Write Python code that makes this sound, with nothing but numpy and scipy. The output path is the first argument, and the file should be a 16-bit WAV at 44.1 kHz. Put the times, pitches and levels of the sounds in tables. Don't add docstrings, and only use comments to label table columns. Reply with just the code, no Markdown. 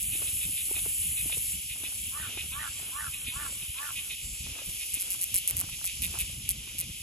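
import sys
import numpy as np
from scipy import signal
from scipy.fft import rfft, irfft, next_fast_len
from scipy.io import wavfile
from scipy.ndimage import uniform_filter1d, minimum_filter1d, map_coordinates

SR = 44100
rng = np.random.default_rng(int(sys.argv[2]) if len(sys.argv) > 2 else 0)


def dump_mix(stems):
    frames = np.atleast_2d(stems).T
    limited = np.clip(frames, -1, 1)
    pcm = np.round(limited * 32767).astype(np.int16)
    wavfile.write(sys.argv[1], SR, pcm)


def volts(x):
    e = np.asarray(x, float) / 20
    return 10 ** e


N = 309582
SIZE = next_fast_len(N)
HZ = np.arange(SIZE // 2 + 1) * SR / SIZE
T = np.arange(N) / SR


def rms_one(x):
    return x / np.sqrt(np.mean(x ** 2) + 1e-20)


def drift(rate):
    slow = rng.standard_normal(int(N / SR * rate) + 3)
    coarse = T[::16]
    return np.interp(T, coarse, map_coordinates(slow, [coarse * rate], order=3))


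def colour(x, spectrum):
    hz, db = np.transpose(spectrum)
    weight = volts(np.interp(np.log(HZ + 1), np.log(hz), db, -90, -90))
    return irfft(rfft(x, SIZE) * weight, SIZE)[..., :N]


def resonate(x, modes, spread_db=0):
    out = 0
    for k, (hz, width, db) in enumerate(modes):
        r = np.exp(-np.pi * width / SR)
        struck = x * volts(db + spread_db * rng.standard_normal(N)) + 1e-18
        poles = [1, -2 * r * np.cos(2 * np.pi * hz / SR), r * r]
        out = out + (-1) ** k * signal.lfilter([1, 0, -1], poles, struck) * (1 - r * r) / 2
    return out


def pulses(rate, jitter, weak_db, late):
    phase = np.cumsum(rate * (1 + jitter * drift(60))) / SR
    first = np.diff(np.floor(phase), prepend=0)
    second = np.diff(np.floor(phase + .5 - late), prepend=0)
    return first + second * volts(weak_db)


def phrases(rows, edge):
    rate, gain = np.full(N, 150.), np.zeros(N)
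    for start, end, per_s, db in rows:
        on = np.clip(np.minimum(T - start, end - T) / edge, 0, 1)
        rate[on > 0] = per_s
        gain += volts(db) * np.sin(on * np.pi / 2) ** 2
    return rate, gain


def leaves(x, t60, wet_db):
    lag = np.arange(int(.5 * SR)) / SR
    tails = rng.standard_normal((2, len(lag))) * volts(-60 * lag / t60) * np.minimum(lag / 0.0012, 1)
    tails *= volts(wet_db) / np.sqrt(np.sum(tails ** 2, axis=1, keepdims=True))
    near, sideways = signal.fftconvolve(x[None], tails, axes=1)[:, :N]
    return x + near, sideways


def ports(front, sideways, pan_db=0):
    # f/Hz, lead of the right [turns], likeness [0-1]
    port_pair = [(296, 0, 1), (447, 0, 0.48), (675, -0.092, 0.53), (1120, -0.12, 0), (1770, 0.21, 0),
                 (2130, -0.093, 0.88), (3690, -0.28, 0.6), (4270, 0.041, 0.26), (5360, -0.28, .35),
                 (6500, -0.083, 0.6), (7560, 0.14, 0.93), (9050, 0.51, 1), (10720, 0.97, .96),
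                 (13260, 1.5, 0.8), (16800, 2.126, 0.8)]
    hz, turns, alike = np.transpose(port_pair)
    half = np.exp(1j * np.pi * np.interp(HZ, hz, turns))
    alike = np.clip(np.interp(HZ, hz, alike), 0, 1)
    a = rfft(front, SIZE) * np.sqrt((1 + alike) / 2)
    b = rfft(sideways, SIZE) * np.sqrt((1 - alike) / 2)
    left = (a + b) / half * volts(pan_db / 2)
    right = (a - b) * half * volts(-pan_db / 2)
    return irfft(np.array([left, right]), SIZE)[:, :N]


def wind():
    # f/Hz, level/dB per Hz
    rumble = [(18, -39), (30, -10.5), (48, 2), (70, 2), (110, -3), (180, -9.5), (300, -20.5), (500, -41),
              (900, -50)]
    # t/s, level/dB
    breeze_course = [(0.0, -49), (0.78, -55), (1.27, -49), (1.64, -53.5), (2.46, -51), (4.28, -58),
                     (4.4, -53), (4.59, -59), (5.08, -59), (6.22, -49), (6.55, -48), (7.02, -57)]
    # t/s, length/s, level/dB
    gusts = [(0.07, 0.076, -43.5), (0.214, 0.042, -44), (0.437, 0.11, -43.5), (0.74, 0.17, -46),
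             (0.983, 0.17, -44), (1.212, 0.094, -44), (1.324, 0.1, -47), (2.063, 0.034, -43.5),
             (2.486, 0.16, -47), (3.274, 0.018, -32), (3.36, 0.023, -36), (3.689, 0.031, -40),
             (4.214, 0.14, -44), (4.38, 0.16, -43.5), (4.663, 0.052, -43), (4.734, 0.029, -44),
             (4.936, 0.0244, -39), (5.323, 0.048, -44.5), (5.501, 0.16, -42), (5.707, 0.036, -43),
             (5.981, 0.16, -41.5), (6.2, 0.12, -49), (6.333, 0.19, -45), (6.584, 0.044, -44),
             (6.858, 0.064, -43)]
    edge_s = 0.024
    lumps = rng.standard_normal(N) * volts(1.14 * drift(25) + 2.9 * drift(70))
    buffet = colour(lumps, rumble)
    push = 0
    for s, length, db in gusts:
        on = np.clip(np.minimum(T - s, s + length - T) / edge_s + 0.35, 0, 1)
        push = push + volts(db - 0.5) * on
    breeze = volts(np.interp(T, *np.transpose(breeze_course)) + 1.5 + 2.8 * drift(14))
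    return np.maximum(breeze, push) * buffet / np.sqrt(uniform_filter1d(buffet ** 2, size=4000))


def chorus_and_hush():
    # f/Hz, level/dB per Hz
    shrill_colour = [(4000, -95), (5500, -31), (7000, -9), (8200, -6), (9400, 1), (10600, -1), (12000, -5),
                     (13300, -4.5), (14200, -12.5), (15500, -17.5), (16300, -43)]
    low_colour = [(1600, -27), (2050, -10.5), (2400, .5), (2900, 3), (3500, -0.5), (4000, -8), (4600, -22)]
    middle_colour = [(3500, -24.5), (4000, -9.5), (4600, -6.5), (5500, -4), (6500, -4), (7500, -6),
                     (8300, -11.5)]
    hush_colour = [(250, 2.5), (350, -4.5), (500, -2.5), (800, -9.5), (1300, -6), (1750, -8.5),
                   (2200, -6.5)]
    # t/s, level/dB
    vigour = [(0, -36.5), (.6, -36.5), (1.19, -35.5), (1.52, -37.5), (1.6, -40.5), (2.0, -39.5),
              (2.4, -41.5), (3.3, -40), (3.9, -41.5), (4.15, -44), (4.35, -42.5), (4.58, -45.5),
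              (4.95, -43.5), (5.45, -45.5), (5.75, -43.5), (6.25, -43.5), (6.6, -47.5), (7.02, -46.5)]
    # t/s, level/dB
    nearness = [(0, -51), (.8, -50), (1.6, -49), (2.4, -49.5), (3.1, -50), (4.1, -48.5), (4.8, -47),
                (5.3, -47.5), (6.0, -45), (6.4, -48.5), (7.02, -49)]
    # t/s, level/dB
    strides = [(.22, -62), (.82, -62), (1.32, -66), (1.84, -61.5), (2.35, -63), (2.84, -58), (3.46, -60),
               (4.05, -68.5), (4.59, -64.5), (5.1, -66), (5.58, -60), (6.121, -64.5), (6.62, -76)]
    low_db, low_follows = -43.5, 0.065
    hush_db, rise_s, fall_s = -65.5, 0.11, 0.084

    vigour_db = np.interp(T, *np.transpose(vigour))
    swish = 0
    for s, db in strides:
        before = np.minimum(T - s, 0) / rise_s
        after = np.maximum(T - s, 0) / fall_s
        swish = swish + volts(db - 12.0 * before ** 2 - 6.9 * after ** 2)
    white = rng.standard_normal((4, 2, N)) * volts(2.56 * rng.standard_normal(N))
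    shrill = volts(vigour_db + 3.5 + 0.6 * drift(6) + 0.64 * drift(200))
    low_swing_db = low_follows * (vigour_db - vigour_db.mean())
    low = volts(low_db - 2.0 + low_swing_db + 1.34 * drift(13) + 0.5 * drift(100))
    middle = volts(np.interp(T, *np.transpose(nearness)) + 1.1 * drift(8) + .6 * drift(60))
    hush = (volts(hush_db) + swish) * volts(1.6 * drift(3.93) + 2.0 * drift(40))
    gains = (shrill, low, hush, middle)
    colours = (shrill_colour, low_colour, hush_colour, middle_colour)
    layers = zip(gains, white, colours)
    return ports(*sum(gain * rms_one(colour(w, spectrum)) for gain, w, spectrum in layers))


def steps():
    # t/s, peak level/dB, ring f/Hz, scratch at 600-1600 Hz [dB]
    soles = [(0.152, -34.5, 322, -20), (0.218, -32, 430, -3.5), (0.543, -47, 553, -31),
             (0.683, -44, 277, -18), (0.711, -26.5, 390, -24), (0.764, -38.5, 336, -7),
             (0.861, -28.5, 420, -26), (1.257, -31.5, 283, -24), (1.325, -39.5, 530, -5),
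             (1.37, -32.5, 450, -18), (1.834, -36.5, 288, -8), (2.289, -40, 266, -1),
             (2.372, -31.5, 350, -8.5), (2.439, -42, 323, -11), (2.827, -41, 310, -23),
             (3.447, -42, 283, -4), (3.524, -40, 553, -15), (4.463, -41, 317.4, -5), (4.561, -43, 576, -8),
             (4.617, -35.5, 555.4, -14), (4.97, -37.5, 254.8, -10), (5.688, -49, 335.4, 2),
             (6.139, -36.5, 374, -5), (6.297, -42.5, 557, -24), (6.672, -41.5, 360, -6.5),
             (6.748, -39, 250, -27), (6.828, -44, 536, -18)]
    # t/s, peak level/dB
    stones = [(0.69, -58), (0.74, -54), (0.777, -52), (0.853, -48), (1.296, -49), (1.757, -57),
              (1.919, -55.5), (2.409, -65), (2.795, -53), (2.886, -55), (4.582, -47.5), (5.144, -55),
              (5.337, -58), (5.592, -58), (5.612, -48), (5.636, -53), (5.785, -61), (5.812, -52.5),
              (5.841, -51), (6.075, -58), (6.15, -45), (6.163, -54), (6.173, -52), (6.194, -59)]
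    stone_hz, stone_grit_db = 292, 8.5
    crack_db, crack_t60_s = -1, .012
    out, t = np.zeros((2, N + 4000)), np.arange(4000) / SR
    contacts = soles + [(s, db, stone_hz, stone_grit_db) for s, db in stones]
    luck = rng.standard_normal((len(contacts), 2, 4000))
    band = signal.butter(2, [600, 1600], "band", fs=SR, output="sos")
    scratch = signal.sosfilt(band, luck)
    for (s, db, hz, grit_db), grit in zip(contacts, scratch):
        ring = np.sin(2 * np.pi * hz * t) * volts(-60 * t / 0.023)
        overtone = np.sin(2 * np.pi * 2.17 * hz * t) * volts(-8 - 60 * t / 0.019)
        knock = (ring + overtone) * np.minimum(t / 0.0021, 1) * [[1], [.1]]
        rub = 3.0 * volts(grit_db - 60 * t / 0.06) * np.minimum(t / 0.0024, 1) * grit
        out[:, round(s * SR):][:, :4000] += volts(db) * (knock + rub)
    snaps = np.diff(luck[len(soles):], prepend=0)
    for (s, db), snap in zip(stones, snaps):
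        out[:, round(s * SR):][:, :4000] += volts(db + crack_db - 60 * t / crack_t60_s) * snap
    return ports(*out[:, :N])


def crow():
    # t/s, length/s, crest pitch f/Hz, crest level/dB
    caws = [
        (2.108, 0.19, 310.3, -43),
        (2.508, 0.2, 304, -41),
        (2.908, 0.2, 301.3, -41),
        (3.313, .195, 297.4, -42.5),
        (3.745, 0.19, 296.9, -43),
    ]
    arch = [(0, .8), (.1, .84), (.27, .94), (.4, .985), (.52, .995), (.64, .98), (.76, .94), (.88, .88),
            (1, .83)]
    # share of the caw [0-1], level/dB
    shape = [(0, -16), (.12, -11), (.27, -1.5), (.5, 1.5), (.78, -0.5), (.88, -10.5), (1, -25)]
    # multiple of the pitch, level/dB, loss with the beak nearly shut [dB], favoured at [share of caw]
    partials = [(2, -30, 0, .5), (3, -16, -14, .5), (4, -3, -2, .3), (5, 1, -22, .7), (6, 1.5, -26, .5),
                (7, -16, -25, .5)]
    favour_db, favour_width = 7, .12
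    breath_db, rasp_db = -11.5, 3.0
    echo_s, echo_db = .19, -23

    pitch, gain, shut, strain, done = np.full(N, 280.), np.zeros(N), np.zeros(N), np.zeros(N), np.zeros(N)
    for start, length, top_hz, db in caws:
        share = (T - start) / length
        strain = np.where(share >= 0, np.clip(share, .35, .8), strain)
        on = (share >= 0) & (share <= 1)
        done[on] = share[on]
        pitch[on] = top_hz * np.interp(share[on], *np.transpose(arch))
        gain[on] = volts(db + np.interp(share[on], *np.transpose(shape)))
        shut[on] = np.interp(share[on], [.12, .4, .85, 1], [0.51, 0.23, 0.014, 0.33])
    phase = 2 * np.pi * np.cumsum(pitch * (1 + 0.009 * drift(90))) / SR
    flutter = 1 + 1.0 * strain * np.cos(phase / 3 + 2.5 * drift(27))
    voice = 0
    for k, db, lost_db, best in partials:
        favour = favour_db * np.exp(-((done - best) / favour_width) ** 2)
        strength = volts(db + lost_db * shut + favour + 2.0 * drift(40))
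        breath = drift(300) * np.sin(k * phase) + drift(300) * np.cos(k * phase)
        voice = voice + strength * (np.sin(k * phase) + volts(breath_db) * breath)
    voice /= np.sqrt(uniform_filter1d(voice ** 2, size=1500))
    rasp = volts(rasp_db * strain * drift(250))
    call = volts(0.5) * uniform_filter1d(gain, size=300) * voice * flutter * rasp
    call = call + volts(echo_db) * np.interp(T - echo_s, T, call)
    return ports(*leaves(call, t60=.12, wet_db=-8), pan_db=-5.5)


def chirper():
    # t/s, end/s, pulse rate f/Hz, level/dB
    chirps = [(.105, .18, 270, -43.5), (.248, .31, 280, -43), (.398, .47, 270, -42), (.555, .63, 280, -42),
              (.74, .81, 220, -40.5), (1.15, 1.225, 300, -42), (1.3, 1.365, 255, -39),
              (1.68, 1.75, 284, -41.5), (1.822, 1.89, 310, -41.5), (2.358, 2.43, 260, -40),
              (2.5, 2.565, 470, -46), (2.765, 2.805, 320, -44), (3.115, 3.175, 267, -42),
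              (3.255, 3.32, 260, -38.5), (3.605, 3.65, 274, -46.5), (3.755, 3.81, 200, -43),
              (3.945, 4.015, 267, -39), (4.086, 4.16, 360, -42), (4.175, 4.214, 310, -47.5),
              (4.436, 4.48, 300, -44), (4.57, 4.62, 205, -44.5), (4.787, 4.855, 295, -42),
              (4.93, 5.0, 290, -43.5), (5.712, 5.765, 330, -43), (5.85, 5.92, 310, -41.5),
              (6.012, 6.075, 325, -40), (6.18, 6.238, 310, -41.5), (6.662, 6.72, 290, -46.5),
              (6.8, 6.852, 270, -44.5)]
    # f/Hz, width/Hz, level/dB
    body = [(2474, 595, 4), (3020, 430, 4.5), (3643, 520, 2.5)]
    rate, gain = phrases(chirps, edge=.026)
    arch = 1 + .05 * (np.minimum(gain / volts(-43.5), 1) - 1)
    train = pulses(rate / 2 * arch, .012, 0.93, .02) * volts(2.0 * drift(150))
    voice = resonate(resonate(train, body, spread_db=2.5), body)
    return ports(*leaves(gain * rms_one(voice), t60=0.14, wet_db=-6), pan_db=-2.5)


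def droner():
    # t/s, end/s, cycle rate f/Hz (two pulses each), level/dB
    drones = [
        (.85, 1.07, 152, -52),
        (1.38, 1.6, 150, -52),
        (1.9, 2.1, 149.3, -48.5),
        (2.6, 2.86, 148.3, -47),
        (3.3, 3.6, 148.6, -48),
        (4.18, 4.46, 148, -47.5),
        (4.98, 5.22, 148.2, -50),
    ]
    # f/Hz, width/Hz, level/dB
    body = [(2290, 380, -2), (4520, 600, -1), (5000, 650, -1), (7500, 1500, 1), (10500, 2600, -5)]
    rate, gain = phrases(drones, edge=.06)
    train = pulses(rate * (1 + .002 * drift(6)), .0035, -1.5, .033)
    voice = resonate(resonate(train, body), body)
    drone = volts(1.5) * gain * volts(2.0 * drift(15)) * rms_one(voice)
    return ports(*leaves(drone, t60=.08, wet_db=-9), pan_db=-0.5)


def near_cicadas():
    # t/s, end/s, first cycle rate f/Hz, last cycle rate f/Hz, click level before
    # the swell/dB
    singers = [
        (-.5, 1.56, 139, 110, -21),
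        (3.05, 4.17, 152, 125, -29),
        (4.62, 5.5, 136, 107, -32),
    ]
    sag_power = (2.6, 1.3, 1.0)
    swell = (-1.5, -4, 2.0)
    # first click t/s, last click t/s, clicks [count]
    bursts = [(4.9374, 4.9531, 4), (4.999, 5.0261, 6), (5.1051, 5.1426, 8), (5.2143, 5.2419, 6),
              (5.3434, 5.3861, 9), (5.4766, 5.5099, 7), (5.5686, 5.6129, 9), (5.698, 5.7, 1),
              (5.9565, 5.957, 1), (5.8427, 5.8757, 7), (6.021, 6.0654, 9), (6.1889, 6.2219, 7),
              (6.4914, 6.5183, 6), (6.7849, 6.8136, 6)]
    burst_level = [-18, -19, -18.5, -16, -14.5, -15.5, -17.5, -23, -30, -18.5, -19, -19, -15, -16.5]
    burst_fade = [1.5, -1.5, 0, -2, -1.5, -4, 1, 0, 0, -1.5, -7, -1.5, -4, -2]
    # f/Hz, width/Hz, level/dB
    drum = [(7200, 8700, -20), (9175, 860, 13.5), (9950, 2320, 7.5), (12070, 1130, 9), (13940, 520, -12),
            (2500, 800, -6.5), (5000, 3800, -10.5)]
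    song_edge_s = .04

    clicks = np.zeros(N)
    for (start, end, first, last, db), power, swell_db in zip(singers, sag_power, swell):
        done = np.clip((T - start) / (end - start), 0, 1)
        train = pulses(first + (last - first) * done ** power, .006, -2.5, .03)
        fade = np.clip(np.minimum(T - start, end - T) / song_edge_s, 0, 1)
        clicks += train * volts(db + swell_db * (2.5 - done)) * fade
    for (first, last, count), db, fade_db in zip(bursts, burst_level, burst_fade):
        at = np.linspace(first, last, count) - .0004 * (np.arange(count) % 2) - .0003
        click_db = db + fade_db * np.linspace(-.5, .5, count) + rng.normal(0, 1.5, count)
        clicks[(at * SR).astype(int)] += volts(click_db + 1.0 * (at == at[0]))
    second_snap = 0.36 * np.roll(clicks, 21) * rng.uniform(-0.64, 1, N)
    third_snap = 0.57 * np.roll(clicks, 64) * rng.uniform(-0.27, 1, N)
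    rung = resonate(clicks + second_snap + third_snap, drum, spread_db=2.5)
    rung = signal.sosfilt(signal.butter(3, 14500, fs=SR, output="sos"), rung)
    return ports(*leaves(volts(10.5) * rung, t60=.055, wet_db=-12))


def drop_faint(x):
    # f/Hz, level/dB per Hz
    faintest = [(300, -112), (1000, -110), (1500, -108), (1750, -103), (2200, -104), (4500, -93.5),
                (7000, -93), (8400, -89), (9000, -85), (9500, -88), (11500, -91), (12500, -87.5),
                (13000, -82.5), (13500, -83), (14000, -88.5), (15000, -90.5), (16500, -91)]
    pair = np.pad([x[0] + x[1], x[0] - x[1]], ((0, 0), (729, 0))) / 2
    hz, _, z = signal.stft(pair, SR, nperseg=2048, scaling="psd")
    edges = np.r_[0:96:8, 96:240:18, 240:320:27, 320:1025:16]
    band_hz = hz[edges]
    widths, power = np.diff(edges, append=1025), np.abs(z) ** 2
    shrill_db = 10 * np.log10(power[:, 320:640].mean(axis=(0, 1)) + 1e-14)
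    loudness_db = minimum_filter1d(shrill_db, size=5)
    frames = len(shrill_db)
    inside = np.abs(np.arange(frames) / frames - .5) < .48
    sudden = (shrill_db > loudness_db + 5.5) & inside
    rides = np.where(band_hz > 13000, .78, .8)[:, None]
    wander_db = 5.9 * uniform_filter1d(rng.standard_normal(frames), size=9)
    raised_db = rides * (loudness_db + 80.0) + wander_db
    treble = np.clip(band_hz / 4000 - .8, 0, 1)[:, None]
    difference_db = np.reshape([0, 3.5], (2, 1, 1))
    floor_db = np.interp(band_hz, *np.transpose(faintest))[:, None]
    limit = volts(2 * (floor_db + treble * (raised_db + difference_db)))
    whim = volts(6.1 * treble * uniform_filter1d(rng.standard_normal(limit.shape), size=3))
    spared = np.where(sudden, np.where(band_hz > 13000, .5, .01)[:, None], 1)
    band_power = np.add.reduceat(power, edges, axis=1) / widths[:, None]
    bands_kept = np.repeat(band_power > limit * whim * spared, widths, axis=1)
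    lines_kept = power > .5 * np.repeat(limit * spared, widths, axis=1)
    kept = signal.istft(z * bands_kept * lines_kept, SR, nperseg=2048, scaling="psd")[1]
    mid, side = kept[:, 729:729 + N]
    return np.array([mid + side, mid - side])


def scene():
    air_and_road = wind() + chorus_and_hush() + steps()
    return air_and_road + crow() + chirper() + droner() + near_cicadas()


def top_cut(x):
    return signal.sosfilt(signal.butter(12, 16780, fs=SR, output="sos"), x)


def record(dry):
    mix = drop_faint(dry)
    return top_cut(mix)


dry = scene()
out = record(dry)
dump_mix(out)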